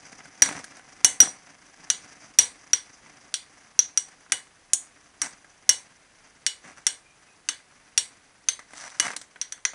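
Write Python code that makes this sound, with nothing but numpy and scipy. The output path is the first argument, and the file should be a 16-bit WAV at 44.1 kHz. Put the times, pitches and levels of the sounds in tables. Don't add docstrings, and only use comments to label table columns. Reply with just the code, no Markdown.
import sys
import numpy as np
from scipy import signal
from scipy.fft import rfft, irfft
from scipy.io import wavfile

SR = 44100
rng = np.random.default_rng(int(sys.argv[2]) if len(sys.argv) > 2 else 0)


def unload_audio(sound):
    columns = np.transpose(np.atleast_2d(sound))
    steps = np.round(np.clip(columns, -1, 1) * 32767)
    wavfile.write(sys.argv[1], SR, steps.astype(np.int16))


N = 429534
SPAN = 18000

# (time [s], crack level [dB], bright edge level [dB], bowl knock level [dB],
# then the level of each of the four rim rings [dB])
CLACK_EVENTS = [(0.421, 1, 4.5, -18.5, -44, -48, -0.5, -7), (1.0458, 0.5, 8, -22, -23.5, -10, -5.5, 2),
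                (1.203, 0, 5.5, -24, -31, -27, 6.5, -11.5), (1.9012, -3, -3, -30.5, -30.5, -32, -10.5, -9),
                (2.3874, 4, 7, -23, -29, -15.5, 1.5, -4.5), (2.7328, -4, -4.5, -28.5, -38, -19, -4, -18),
                (3.341, -6, -7.5, -37.5, -42, -27, -21.5, -22),
                (3.7911, -7, -8, -32.5, -49.5, -24, -2.5, -3),
                (3.9745, -12, -5, -35, -40, -35, -7.5, -14.5),
                (4.3206, -2.5, -1, -24.5, -27.5, -31, -16, -14.5),
                (4.7338, -14, 2.5, -37, -53, -23, -41, -10), (5.217, -13, -4.5, -29.5, -43, -25, -16, -21),
                (5.692, -0.5, 4, -24.5, -24, -6.5, -9.5, -1.5),
                (6.4648, -3.5, -3.5, -33.5, -27, -17, -35, -14),
                (6.8672, -3.5, -1.5, -29, -34, -17.5, -11.5, -14),
                (7.4878, -5, -6, -29.5, -32.5, -26, -34, -14),
                (7.9771, -1, 1.5, -31.5, -31.5, -13.5, -11.5, -16),
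                (8.4864, -4, -6.5, -32, -41.5, -30, -55, -7),
                (8.9987, -3.5, -1, -23.5, -24.5, -23, -14, -9),
                (9.4142, -13, -15.5, -39, -59, -35, -18, -19.5),
                (9.523, -19.5, -19, -39.5, -70, -60, -28.5, -23.5),
                (9.6515, -7.5, -14, -28, -58, -39, -15.5, -11)]
# (frequency [Hz], T60 [s])
RIM_RINGS = [(2947, 0.16), (5615, 0.078), (5800, 0.046), (6235, 0.027)]
# (frequency [Hz], mean level re the crack, or re the edge above 6500 Hz [dB], T60 [s])
RIM_OVERTONES = [(3560, -20, .012), (4780, -18, .01), (6900, -15, .012), (8740, -23, .02),
                 (9600, -22, .018), (10050, -19, .008)]
THUMP_DB, THUMP_PER_EDGE = -11.5, .7


def clacks():
    s, crack_db, edge_db, knock_db, *ring_dbs = np.array(CLACK_EVENTS).T[:, :, None]
    blow = contact(count=len(s), chatter_s=0.0043)
    click = np.arange(SPAN) == 0

    crack = amp(crack_db) * band(blow, 2600, 5600)
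    edge = amp(edge_db) * band(blow, 6300, 11280)
    rims = crack + edge
    to_mic_and_room = np.array([[[1]], [[.38]]])
    for (hz, t60), db in zip(RIM_RINGS, ring_dbs):
        rims += amp(db) * ring(click, hz, t60) * to_mic_and_room
    for hz, db, t60 in RIM_OVERTONES:
        parent_db = edge_db if hz > 6500 else crack_db
        strength_db = parent_db + db + rng.normal(0, 4, s.shape)
        rims += amp(strength_db) * ring(click, hz, t60)

    knock = above(bowl(blow, above_hz=900) + 4.3 * band(blow, 1000, 3000), 1100)
    knock[1] += 2.9 * band(blow[1], 400, 1500)
    thump = bowl(blow, below_hz=1200) + 6.7 * above(band(blow, 100, 1500), 90)
    thump_gain = amp(THUMP_DB + THUMP_PER_EDGE * edge_db)

    direct, radiated = above(rims, 1700) + amp(knock_db) * (knock + thump_gain * thump)
    return in_room(direct, radiated, s[:, 0], wet_db=19, first_s=0.005)


def contact(count, chatter_s):
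    t = np.arange(SPAN) / SR
    blow = .5 * rng.standard_normal((count, SPAN)) * np.exp(-t / chatter_s)
    blow[:, 0] = 1
    averaged = (t == 0) * np.linalg.norm(blow, axis=1, keepdims=True)
    return np.stack([blow, averaged])


# (frequency [Hz], level [dB], T60 [s])
BOWL_MODES = [(167.7, -29, 0.047), (300, -19.5, 0.088), (775.5, -16, 0.035), (1110, -23, 0.0052),
              (1638, -2.5, 0.006), (2004, -7, .01), (2540, -40, 0.013)]


def bowl(force, above_hz=0, below_hz=9999):
    modes = [mode for mode in BOWL_MODES if above_hz < mode[0] < below_hz]
    return sum(amp(db) * ring(force, hz, t60) for hz, db, t60 in modes)


# (frequency [Hz], T60 [s])
ROOM_DECAY = [(200, 0.35), (600, 0.34), (1500, 0.3), (3700, 0.24), (9700, 0.23)]


def in_room(direct, radiated, times, wet_db, first_s):
    t = np.arange(SPAN) / SR
    white = rng.standard_normal(direct.shape)
    tails = 0
    for low in 80 * 2. 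** np.arange(8):
        t60 = at_hz(ROOM_DECAY, np.sqrt(2) * low)
        tails = tails + band(white, low, 2 * low) * amp(-60 * t / t60)
    tails = tails * np.clip(t / first_s, 0, 1) ** 2 / np.sqrt(SR)

    reverberant = signal.fftconvolve(radiated, tails, axes=1)[:, :SPAN]
    heard = direct + amp(wet_db) * reverberant
    out = np.zeros(N + SPAN)
    for s, sound in zip(times, heard):
        first = round(s * SR)
        out[first:first + SPAN] += sound
    return out[:N]


# (time [s], level [dB], treble re that level [dB])
SKIP_EVENTS = [(0.204, -34, -11), (0.255, -34, -2), (0.459, -21.5, 5.5), (0.489, -21, 2), (0.525, -27, 2),
               (0.566, -36, -3), (0.59, -36, 5), (0.642, -31, 8), (0.721, -38, -17), (0.769, -36.5, 2.5),
               (0.794, -34, -7), (1.231, -21.5, -1), (1.255, -33, -2), (4.085, -42.5, 5.5),
               (4.207, -44, 0.5), (4.263, -43, -18.5), (5.445, -39.5, -2), (6.678, -37.5, -1),
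               (6.781, -40.5, 0.5), (8.592, -28, -1.5), (8.707, -40, -1), (8.734, -30.5, -2.5),
               (9.053, -23.5, 0), (9.08, -19, -2), (9.104, -23.5, -5), (9.134, -26, -5),
               (9.164, -27.5, 14.5), (9.214, -35.5, 11.5), (9.359, -31, -15), (9.578, -40, -5),
               (9.734, -30, -10)]


def skips():
    s, db, treble_db = np.array(SKIP_EVENTS).T[:, :, None]
    blow = contact(count=len(s), chatter_s=0.0049)
    tick = band(blow, 3500, 13000) + 0.032 * above(ring(blow, 6000, 0.0087), 3300)
    modes = 0.26 * bowl(blow, above_hz=900) + .1 * bowl(blow, below_hz=900)
    body = modes + 0.5 * band(blow, 560, 3000)
    direct, radiated = amp(db) * (above(body, 200) + amp(treble_db) * tick)
    return in_room(direct, radiated, s[:, 0], wet_db=14.5, first_s=0.0042)


# (time [s], rasp level [dB])
WHIR_LEVEL = [(0.0, -54.5), (1.38, -56.5), (3.33, -59.5), (3.9, -60.5), (4.04, -61), (6.37, -63),
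              (6.65, -62), (8.3, -62), (8.52, -63), (8.95, -59.5), (9.52, -64), (9.74, -82)]
DRONE_DB, DRONE_DB_PER_S = -0.5, -0.473
RIM_DB, RIM_DB_PER_S = -1.5, -.5
TURNS_PER_S, SLOWING_PER_S = 30, 1.7


def whir():
    t = np.arange(N) / SR
    rasp_db, = in_time(WHIR_LEVEL)
    turns_per_s = (TURNS_PER_S - SLOWING_PER_S * t) * (1 + .08 * drift(2.6))
    turn = np.cumsum(turns_per_s) / SR
    throb = amp(2.0 * np.cos(2 * np.pi * turn) + 1.8 * drift(6) + 2.5 * drift(35))
    drone, rasp, grains = rubbing(per_s=3500, uneven_db=2.5, smooth=0.26, throb=throb)

    rim = rms_one(ring(grains, 6010, .004)) - .45 * rms_one(ring(grains, 4820, .006))
    shuffled = rng.permutation(grains) * throb
    hiss = amp(3.1 * drift(45)) * rim + .5 * rms_one(band(shuffled, 4300, 13000))
    drone_gain = amp(DRONE_DB + DRONE_DB_PER_S * t)
    rim_gain = amp(RIM_DB + RIM_DB_PER_S * t)
    return amp(rasp_db) * (rasp + drone_gain * drone + rim_gain * above(hiss, 2000))


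def rubbing(per_s, uneven_db, smooth, throb):
    struck = rng.random(N) < per_s / SR
    size = amp(uneven_db * np.minimum(rng.exponential(1, N), 5))
    grains = struck * size * rng.choice([-1, 1], N)
    grains = throb * (rms_one(grains) + smooth * rng.standard_normal(N))
    drone = rms_one(above(bowl(grains, below_hz=900), 99.5)) + 2.3 * rms_one(band(grains, 117.1, 1100))
    rasp = rms_one(above(bowl(grains, above_hz=900), 600)) + 2.1 * rms_one(band(grains, 590, 2000))
    return rms_one(drone), rms_one(rasp), grains


# (start [s], rise [s], end [s], peak rasp level [dB], fade [dB per s],
# low part re the rasp [dB], treble re the rasp [dB])
SKID_EVENTS = [(0.44, 0.033, .6, -39.5, 40.3, 0, -5), (1.219, 0.01, 1.31, -37.5, 250, 4, 2.5),
               (5.225, .012, 5.4, -37, 250, -8.5, -1.5), (6.636, 0.0086, 6.715, -48.5, 40, -0.5, -7.5),
               (6.75, 0.021, 6.82, -56.5, 30, -7, -3.5), (8.73, 0.052, 8.99, -41, 65.5, -15.5, -2.5),
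               (9.01, 0.0089, 9.13, -34.5, 70, -11, -4.5)]
SKID_RISE_DB, SKID_STOP_DB_PER_S = 15, 600


def skids():
    clumps = amp(3.0 * drift(45) + 1.0 * drift(14))
    drone, rasp, grains = rubbing(per_s=1200, uneven_db=3.3, smooth=.45, throb=clumps)
    grind = rms_one(band(0.67 * grains + rng.permutation(grains), 2970, 9000))
    grind += .6 * amp(3.5 * drift(40)) * rms_one(ring(grains, 6010, .008))

    t, out = np.arange(N) / SR, np.zeros(N)
    for start, rise, end, db, fade_db, low_db, treble_db in SKID_EVENTS:
        past_peak = t - start - rise
        swell_and_fade_db = np.minimum(SKID_RISE_DB * past_peak / rise, -fade_db * past_peak)
        stop_db = SKID_STOP_DB_PER_S * np.maximum(t - end, 0)
        gain = amp(db + swell_and_fade_db - stop_db)
        out += gain * (rasp + amp(low_db) * drone + amp(treble_db) * grind)
    return out


# (start [s], end [s], centre frequency [Hz], level [dB])
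SQUEAK_EVENTS = [(7.054, 7.152, 2420, -63), (7.272, 7.35, 2540, -64.5)]


def squeaks():
    t, white = np.arange(N) / SR, rng.standard_normal(N)
    out = np.zeros(N)
    for start, end, hz, db in SQUEAK_EVENTS:
        whistle = rms_one(band(white, hz - 40, hz + 40))
        corners = [start - .01, start + .01, end - .02, end + 0.021]
        out += amp(db) * whistle * np.interp(t, corners, [0, 1, 1, 0])
    return out


# (frequency [Hz], relative density [dB])
NOISE_SHAPE = [(15, -42.5), (25, 1.5), (44, -1), (132, -2), (504, -4), (735, -3.5), (855, -4.5),
               (1970, -6.5), (4090, -11), (9640, -12), (10400, -5.5), (13500, -44), (22000, -120)]


def background():
    shape = amp(at_hz(NOISE_SHAPE, np.fft.rfftfreq(N, 1 / SR)))
    noise = irfft(rfft(rng.standard_normal(N)) * shape, N)
    return amp(-61) * rms_one(noise)


def ring(x, hz, t60):
    r, w = amp(-60 / (t60 * SR)), 2 * np.pi * hz / SR
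    return signal.lfilter([0, np.sin(w)], [1, -2 * r * np.cos(w), r * r], x + 1e-18)


def band(x, low_hz, high_hz):
    return signal.sosfilt(signal.butter(2, [low_hz, high_hz], "band", fs=SR, output="sos"), x + 1e-18)


def above(x, hz):
    return signal.sosfilt(signal.butter(4, hz, "high", fs=SR, output="sos"), x + 1e-18)


def drift(rate):
    knots = np.arange(0, N / SR + 1, .5 / rate)
    return np.interp(np.arange(N) / SR, knots, rng.standard_normal(len(knots)))


def amp(db):
    return 10 ** (np.asarray(db, float) / 20)


def rms_one(x):
    return x / np.sqrt(np.mean(x ** 2, axis=-1, keepdims=True) + 1e-20)


def in_time(rows):
    s, *columns = np.transpose(rows)
    return [np.interp(np.arange(N) / SR, s, c) for c in columns]


def at_hz(points, hz):
    table_hz, values = np.array(points).T
    return np.interp(np.log(hz + 1), np.log(table_hz), values)


def scene():
    return (clacks() + skips() + whir() + skids() + squeaks() + background())[None]


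MIC_EDGE_HZ, CUTOFF_HZ = 10970, 16700
AIR_HZ, AIR_DB = 11850, -21
TOP = .7


def record(dry):
    body = signal.sosfilt(signal.cheby2(18, 68, MIC_EDGE_HZ, fs=SR, output="sos"), dry)
    air = dry
    for _ in range(2):
        air = band(air, AIR_HZ - 400, AIR_HZ + 400)
    loud = (body + amp(AIR_DB) * air) / TOP
    squared = TOP * loud / (1 + loud ** 8) ** .125
    return signal.sosfilt(signal.cheby2(12, 70, CUTOFF_HZ, fs=SR, output="sos"), squared)


dry = scene()
out = record(dry)
unload_audio(out)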